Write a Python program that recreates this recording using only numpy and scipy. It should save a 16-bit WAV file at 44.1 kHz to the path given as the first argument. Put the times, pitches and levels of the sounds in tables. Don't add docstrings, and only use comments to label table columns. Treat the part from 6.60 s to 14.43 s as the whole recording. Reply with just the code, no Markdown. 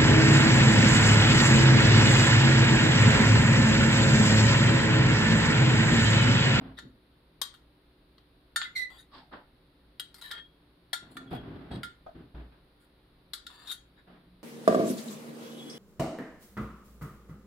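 import sys
import numpy as np
from scipy import signal
from scipy.fft import rfft, irfft, next_fast_len
from scipy.io import wavfile
from scipy.ndimage import map_coordinates

SR = 44100
rng = np.random.default_rng(int(sys.argv[2]) if len(sys.argv) > 2 else 0)


def wrap_up_sound(samples):
    columns = np.atleast_2d(samples).T
    tamed = np.clip(columns, -1, 1)
    steps = np.round(tamed * 32767).astype(np.int16)
    wavfile.write(sys.argv[1], SR, steps)


N = 345302
T = np.arange(N) / SR
LIFE = T[:SR // 2]
TOP_HZ = 15600

# (f/Hz, relative level/dB, t60/s)
JUG = [(1400, 2, .17), (1755, -6, .08), (1820, -7, .08), (2250, -11, .07), (3440, 1, .18), (3830, -4, .17),
       (4365, 3, .18), (5440, -9, .13), (6700, -9, .1), (7090, -8, .16), (8380, -5, .14), (9500, -7, .14),
       (10580, -11, .12), (12240, -15, .1)]
CUP = [(1330, -6, .08), (1420, -1, .1), (1490, -3, .13), (1790, -2, .07), (3440, 1, .13), (3712, 4, .12),
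       (3820, -2, .14), (4490, -11, .12), (4680, -13, .1), (6630, -6, .11), (6765, -1, .11), (7208, 0, .13),
       (7685, -12, .13), (9330, -13, .1), (10490, -4, .12)]
SPOON = [(1710, -15, .08), (3190, 3, .07), (3275, 3, .1), (3820, -2, .13), (8310, -5, .09), (8830, -8, .08),
         (8960, -10, .12), (11720, -6, .14), (12130, -5, .15)]
RING_EDGES = [1100, 2500, 6000]


def clinks(cushion_s=.0008, choke_s=.006, rattle_t60=.09):
    # (t/s, knock, low, mid and top ring level/dB, jug, cup and spoon share/dB, choke/dB)
    contacts = [(0.187, -68, -46.5, -48, -62.5, 4, 2, -16, 11),
                (0.8151, -43, -36.5, -33.5, -34, -12, -6.5, 4, 4.5),
                (0.939, -68, -56, -62, -65.5, -12, -10, 2, -4),
                (1.581, -85, -65, -62, -85, -23, -29, 3, 20),
                (1.9597, -50, -27.5, -31.5, -34, 3.5, 7.5, -5, 2),
                (2.015, -75, -34.5, -37.5, -81, -14, 5, -25, 9),
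                (3.3967, -65, -39, -37.5, -43.5, -16, -19, 10, 9),
                (3.5427, -72, -61, -59, -54.5, 0, -25, -12, 8), (3.6123, -73, -57, -54, -59, 8, -11, -8, 4),
                (3.7122, -59, -40, -42.5, -48.5, 2, -28, 2.5, 3),
                (4.3305, -45.5, -31.5, -33.5, -37.5, -1.5, -19, -25, 2),
                (4.568, -50, -41.5, -51, -55.5, 12, -33, -31, 13.5),
                (5.2318, -77, -38, -45.5, -50.5, 0.5, -9, -4, 0.5),
                (6.734, -87, -45.5, -37.5, -43, -6.5, -6, -3, 4),
                (6.866, -81, -49.5, -43.5, -57, 3.5, 0, 5, 11),
                (7.072, -63.5, -62, -48.5, -64, -8, -16, -10.5, 4),
                (7.1131, -76.5, -46.5, -44.5, -43.5, -9, 0.5, 6, -8)]
    # (f/Hz, relative level/dB)
    crack_colour = [(250, -34.5), (750, -6.5), (1500, 3), (1900, 1.5), (2500, -12), (3700, 14.5),
                    (5400, -0.5), (6100, -14.5), (6800, -28.5), (9000, -10), (12200, -10.5), (13500, -7),
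                    (15000, -15)]
    out = np.zeros((2, N))
    for start, *register_db, jug_db, cup_db, spoon_db, choke_db in contacts:
        crack = filtered(rng.standard_normal(len(LIFE)), lambda hz: amp(along(crack_colour, hz)))
        blow = crack * (amp(19 - 60 * LIFE / .014) + amp(5 - 60 * LIFE / rattle_t60))
        for db, modes in ((jug_db, JUG), (cup_db, CUP), (spoon_db, SPOON)):
            blow += amp(db) * ring(modes, scatter_db=.5, damping_db_per_s=333)
        blow += amp(-14) * shimmer(t60=.11)
        blow *= 1 - np.exp(-LIFE / cushion_s)
        blow *= amp(choke_db * np.exp(-LIFE / choke_s))
        registers = split(kitchen(blow, near_t60=.035), RING_EDGES)
        onset = int(.016 * SR)
        clink = sum(amp(db) * part / rms(part[:, :onset]) for part, db in zip(registers, register_db))
        add(out, start, panned(clink, pan_db=3))
    return out


def shimmer(t60, count=50):
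    frequencies = np.geomspace(2800, 13500, count) * np.exp(.02 * rng.standard_normal(count))
    return ring([(hz, 0, t60) for hz in frequencies], scatter_db=4)


def scrapes(touch_t60=.06, grit_t60=.0087):
    # (t/s, rim, attack/s, hold/s, low, mid and top ring level/dB)
    drags = [(0.162, "jug", .022, 0.0023, -50, -47, -66), (2.019, "cup", .005, 0.025, -56.5, -43.5, -68),
             (2.296, "cup", 0.007, 0.071, -58.5, -66, -66), (2.366, "cup", 0.021, 0.02, -65, -55.5, -62.5),
             (3.547, "jug", 0.0089, 0.045, -64.5, -65.5, -65.5),
             (3.611, "jug", 0.0035, 0.094, -60, -50, -60), (3.696, "jug", 0.013, 0.075, -47.5, -52.5, -88),
             (4.488, "jug", 0.028, 0.032, -83, -72, -68), (4.698, "jug", 0.013, 0.045, -58, -58, -64),
             (5.103, "jug", .015, 0.042, -58, -52.5, -73), (6.196, "jug", 0.0074, 0.044, -74, -81, -76),
             (6.88, "cup", 0.022, 0.2, -59, -60, -68), (7.043, "cup", 0.059, 0.013, -53, -37.5, -49),
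             (7.356, "cup", 0.021, 0.018, -62, -68, -96)]
    rims = {"jug": (JUG[:3] + SPOON, 2.6, 1200, 23), "cup": (CUP, 2.5, 1700, 18)}
    # (f/Hz, gain/dB)
    rub_colour = [(300, -11.5), (1100, -3.5), (1400, -10), (1850, -1.5), (2450, -12), (3600, 2), (4700, -4),
                  (6200, -23), (8500, -8.5), (10500, -10), (12500, -12.5), (15000, -14)]
    out = np.zeros((2, N))
    for start, rim, attack, hold, *register_db in drags:
        modes, pan_db, slips_per_s, grit_db = rims[rim]
        slips = (rng.random(len(LIFE)) < slips_per_s / SR) * rng.standard_normal(len(LIFE))
        body = ring(modes) * amp(-60 * LIFE / touch_t60)
        grit = amp(grit_db - 60 * LIFE / grit_t60) * rng.standard_normal(len(LIFE))
        rub = kitchen(signal.fftconvolve(slips, body + grit))[:, SR // 10:SR // 2]
        rub = filtered(rub, lambda hz: amp(along(rub_colour, hz)))
        rub = weighted(rub, RING_EDGES[1:], register_db, attack + hold)
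        pressure = stroke(T[:rub.shape[1]], attack, hold, fall_db_per_s=414)
        add(out, start, panned(pressure * rub, pan_db))
    return out


def squeaks(sharp=.219, settle_s=.00544, jitter=.013, overtone_fade_db_per_s=146):
    # (t/s, hold/s, f/Hz, glide/(Hz/s), level/dB, relative overtone level/dB)
    slides = [(2.038, .008, 2036, 0, -41.5, -25), (2.148, 0.07, 2058, -620, -32, -1.5),
              (3.637, 0.0044, 1761, 0, -45.5, -32), (3.715, 0.099, 3220, 498, -50, -40),
              (4.662, 0.0088, 3324, -400, -59, -49), (4.741, 0.035, 3295, -200, -55.5, -40),
              (6.925, 0.088, 4460, 2500, -66, -19)]
    # (f/Hz, relative level/dB)
    rasp_colour = [(2800, -26), (3900, 3.5), (4500, -6), (5300, -18), (6600, -31), (8000, -12), (9500, -19),
                   (12000, -14), (15000, -27)]
    out = np.zeros((2, N))
    for start, hold, pitch_hz, glide, db, overtone_db in slides:
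        hz = pitch_hz * (1 + sharp * np.exp(-LIFE / settle_s)) + glide * LIFE
        waver = np.interp(LIFE, LIFE[::32], rng.standard_normal(len(LIFE[::32])))
        phase = 2 * np.pi * np.cumsum(hz * (1 + jitter * waver)) / SR
        rasp = noise(rasp_colour, len(LIFE))[0] * (1 + .5 * np.cos(phase))
        upper = amp(overtone_db - overtone_fade_db_per_s * LIFE) * (np.sin(2 * phase) + amp(-9) * rasp)
        pressure = stroke(LIFE, attack=.014, hold=hold, fall_db_per_s=450)
        tone = amp(db) * np.sqrt(2) * pressure * (np.sin(phase) + upper)
        heard = kitchen(tone, near_db=7, near_t60=.04, tail_db=-2)
        heard *= np.sqrt(2) * np.linalg.norm(tone) / np.linalg.norm(heard)
        add(out, start, panned(heard, pan_db=1))
    return out


def scuffs(hollow_hz=1255, sink_octaves_per_s=4.4):
    # (t/s, attack/s, hold/s, scuff/dB, hiss/dB, relative resonance/dB)
    slides = [(2.497, 0.046, 0.042, -52, -58.5, -3.5), (2.704, 0.028, 0.0068, -43.5, -68, -14.5)]
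    # (f/Hz, relative level/dB)
    colour = [(60, -23), (130, -16), (260, -6.5), (400, -14.5), (600, -9), (1100, -10), (1500, -9.5),
              (1850, -11.5), (2400, -18), (3400, -9), (4900, -10), (6500, -46), (8000, -31), (14000, -64)]
    edges = [2200]
    out, t = np.zeros((2, N)), T[:SR]
    for start, attack, hold, *register_db, hollow_db in slides:
        hollow = narrowband(hollow_hz * 2 ** (-sink_octaves_per_s * t), half_width_hz=110)
        scuff = weighted(noise(colour, SR) + amp(hollow_db) * hollow, edges, register_db, attack + hold)
        add(out, start, stroke(t, attack, hold, fall_db_per_s=197) * scuff)
    return out


def bumps():
    # (t/s, hold/s, boom, body and clatter level/dB, resonance f/Hz, relative resonance level/dB)
    moves = [(0.0, 0.068, -52, -47, -53.5, 264, 0), (0.218, 0.024, -62, -50, -74, 254.6, -7.5),
             (4.411, 0.18, -75, -58.5, -62.5, 259.6, -9), (4.547, 0.15, -67, -51.5, -62, 264, -1.5),
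             (4.703, .04, -46, -40.5, -45.5, 266, -14), (4.822, 0.13, -53, -46, -54, 261.4, -10),
             (4.98, 0.19, -67, -52, -57, 176.3, -9), (5.101, 0.02, -43, -37.5, -47, 128.3, -17),
             (5.541, 0.059, -57, -50.5, -60, 232, -20), (5.737, 0.057, -43.5, -51.5, -55.5, 58, 8),
             (5.911, .02, -69, -73, -64, 298, -18), (7.463, 0.089, -87, -59.5, -60, 179, 1.5),
             (7.661, 0.072, -78, -62, -100, 181, 9)]
    # (f/Hz, relative level/dB)
    colour = [(25, -58), (42, -13), (60, 3.5), (82, -7), (128, 3), (210, -1.5), (262, 2), (400, -5.5),
              (520, -15), (700, -11.5), (900, -17.5), (1600, -18.5), (2300, -27), (3500, -27.5),
              (5000, -39), (6500, -65.5), (15000, -53)]
    edges = [110, 450]
    out, t = np.zeros((2, N)), T[:SR]
    for start, hold, *register_db, hz, resonance_db in moves:
        rattle_db = np.interp(t, np.linspace(0, 1, 90), rng.standard_normal(90))
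        rumble = noise(colour, SR) + amp(resonance_db) * sine(hz, t)
        push = stroke(t, attack=.013, hold=hold, fall_db_per_s=157)
        add(out, start, push * weighted(rumble * amp(rattle_db), edges, register_db, hold))
    return out


def wood_knocks(thud_t60=.13, cushion_s=.0015):
    # (t/s, level/dB)
    blows = [(4.728, -40), (5.462, -46.5)]
    # (f/Hz, relative level/dB, t60/s)
    modes = [(600, -3, .06), (690, -2, .07), (780, -1, .08), (1250, -11, .06), (1480, -8, .06)]
    # (f/Hz, relative level/dB)
    thud_colour = [(100, 5.5), (450, -4.5), (700, 13), (1000, -13), (1500, -8), (2000, -21), (4000, -23),
                   (7000, -45)]
    out = np.zeros((2, N))
    for start, db in blows:
        thud = amp(5 - 60 * LIFE / thud_t60) * noise(thud_colour, len(LIFE))
        blow = (ring(modes) + thud) * (1 - np.exp(-LIFE / cushion_s))
        knock = kitchen(blow, near_db=2, near_t60=.027, tail_db=0)
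        add(out, start, amp(db) * knock / rms(knock[:, :SR // 20]))
    return out


def room_tone(air_db=-63.5, hiss_db=-74, hum_gain_db=-1):
    # (f/Hz, relative level/dB)
    hum_lines = [(59.2, -70.5), (118.4, -78.5), (296.1, -74), (371.4, -77.5), (532.9, -84)]
    air_colour = [(12, -38), (20, -8.5), (63, -1.5), (87, -15.5), (109, -11), (173, -5.5), (197, -13),
                  (293, -8.5), (325, -12), (369, -13), (768, -20.5), (1030, -20.5), (3000, -28),
                  (3900, -69), (6600, -120)]
    hiss_colour = [(2300, -24), (3200, 3), (3700, 6), (4250, 4.5), (4900, -2.5), (5800, -19), (7800, -24.5),
                   (9000, -9), (10400, -8), (11500, -9.5), (15000, -14)]
    hum = sum(amp(db + hum_gain_db) * sine(hz, T) for hz, db in hum_lines)
    return hum + amp(air_db) * noise(air_colour, N) + amp(hiss_db) * noise(hiss_colour, N)


def kitchen(x, near_db=0, near_t60=.058, tail_db=-5):
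    # (f/Hz, t60/s)
    decay_times = [(300, 0.065), (1500, 0.34), (4000, 0.29), (8000, 0.25), (14000, 0.073)]
    hz, t, spectrum = signal.stft(rng.standard_normal((2, len(LIFE))), SR, nperseg=256)
    spectrum *= amp(-60 * t / along(decay_times, hz)[:, None])
    tail = signal.istft(spectrum, SR, nperseg=256)[1][:, :len(LIFE)]
    near = rng.standard_normal(tail.shape) * amp(-60 * LIFE / near_t60)
    echo = amp(tail_db) * tail / np.linalg.norm(tail[0]) + amp(near_db) * near / np.linalg.norm(near[0])
    echo[:, 0] += 1
    return signal.fftconvolve(np.atleast_2d(x), echo, axes=1)


def panned(x, pan_db):
    # (f/Hz, left-right difference/dB)
    lean = [(700, 1), (1250, -6.5), (2100, -1.5), (3600, 5), (5000, 1), (6600, 12.5), (8800, -5),
            (12500, 9)]

    def balance(hz):
        sides = amp((pan_db + along(lean, hz)) * np.array([[.5], [-.5]]))
        return sides / np.sqrt(np.mean(sides ** 2, axis=0))
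    return filtered(x, balance)


def ring(modes, scatter_db=7, damping_db_per_s=0):
    out = np.zeros(len(LIFE))
    for hz, db, t60 in modes:
        fall_db_per_s = 60 / t60 + damping_db_per_s * hz / TOP_HZ
        envelope = amp(db - scatter_db * rng.normal() - fall_db_per_s * LIFE)
        out += envelope * np.sin(2 * np.pi * (hz * LIFE + rng.random()))
    return out


def noise(colour, size):
    # (f/Hz, left-right correlation)
    coherence = [(60, .99), (150, .98), (300, .92), (600, .6), (1200, .15), (8000, .05)]

    def mid_side_gains(hz):
        angle = np.arccos(np.clip(along(coherence, hz), -1, 1)) / 2
        return amp(along(colour, hz)) * [np.cos(angle), np.sin(angle)]
    mid, side = filtered(rng.standard_normal((2, size)), mid_side_gains)
    pair = np.array([mid + side, mid - side])
    return pair / rms(pair)


def narrowband(hz, half_width_hz):
    blur = filtered(rng.standard_normal((2, SR)), lambda f: 1 / (1 + (f / half_width_hz) ** 4))
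    phase = 2 * np.pi * np.cumsum(hz) / SR
    band = blur[0] * np.sin(phase) + blur[1] * np.cos(phase)
    return band / rms(band)


def sine(hz, t):
    return np.sqrt(2) * np.sin(2 * np.pi * (hz * t + rng.random()))


def stroke(t, attack, hold, fall_db_per_s):
    return np.clip(t / attack, 0, 1) ** 2 * amp(-fall_db_per_s * np.maximum(t - attack - hold, 0))


def weighted(texture, edges, register_db, length_s):
    span = int(length_s * SR) + SR // 20
    return sum(amp(db) * part / rms(part[:, :span]) for part, db in zip(split(texture, edges), register_db))


def split(x, edges):
    parts = []
    for hz in edges:
        low, high = (signal.butter(2, hz, kind, fs=SR, output="sos") for kind in ("low", "high"))
        parts.append(signal.sosfilt(np.vstack([low, low]), x))
        x = signal.sosfilt(np.vstack([high, high]), x)
    return parts + [x]


def filtered(x, response):
    n = x.shape[-1]
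    padded = next_fast_len(n + 4096)
    return irfft(rfft(x, padded) * response(np.fft.rfftfreq(padded, 1 / SR)), padded)[..., :n]


def along(points, hz):
    f, values = np.transpose(points)
    return np.interp(np.log(hz + 1), np.log(f), values)


def amp(db):
    return 10 ** (np.asarray(db) / 20)


def rms(x):
    return np.sqrt(np.mean(x ** 2) + 1e-20)


def add(out, start_s, x):
    i = round(start_s * SR)
    out[:, i:i + x.shape[-1]] += x[..., :N - i]


def scene():
    return clinks() + scrapes() + squeaks() + scuffs() + bumps() + wood_knocks() + room_tone()


def record(dry):
    return filtered(dry, lambda hz: 1 / np.sqrt(1 + (hz / TOP_HZ) ** 120))


dry = scene()
out = record(dry)
wrap_up_sound(out)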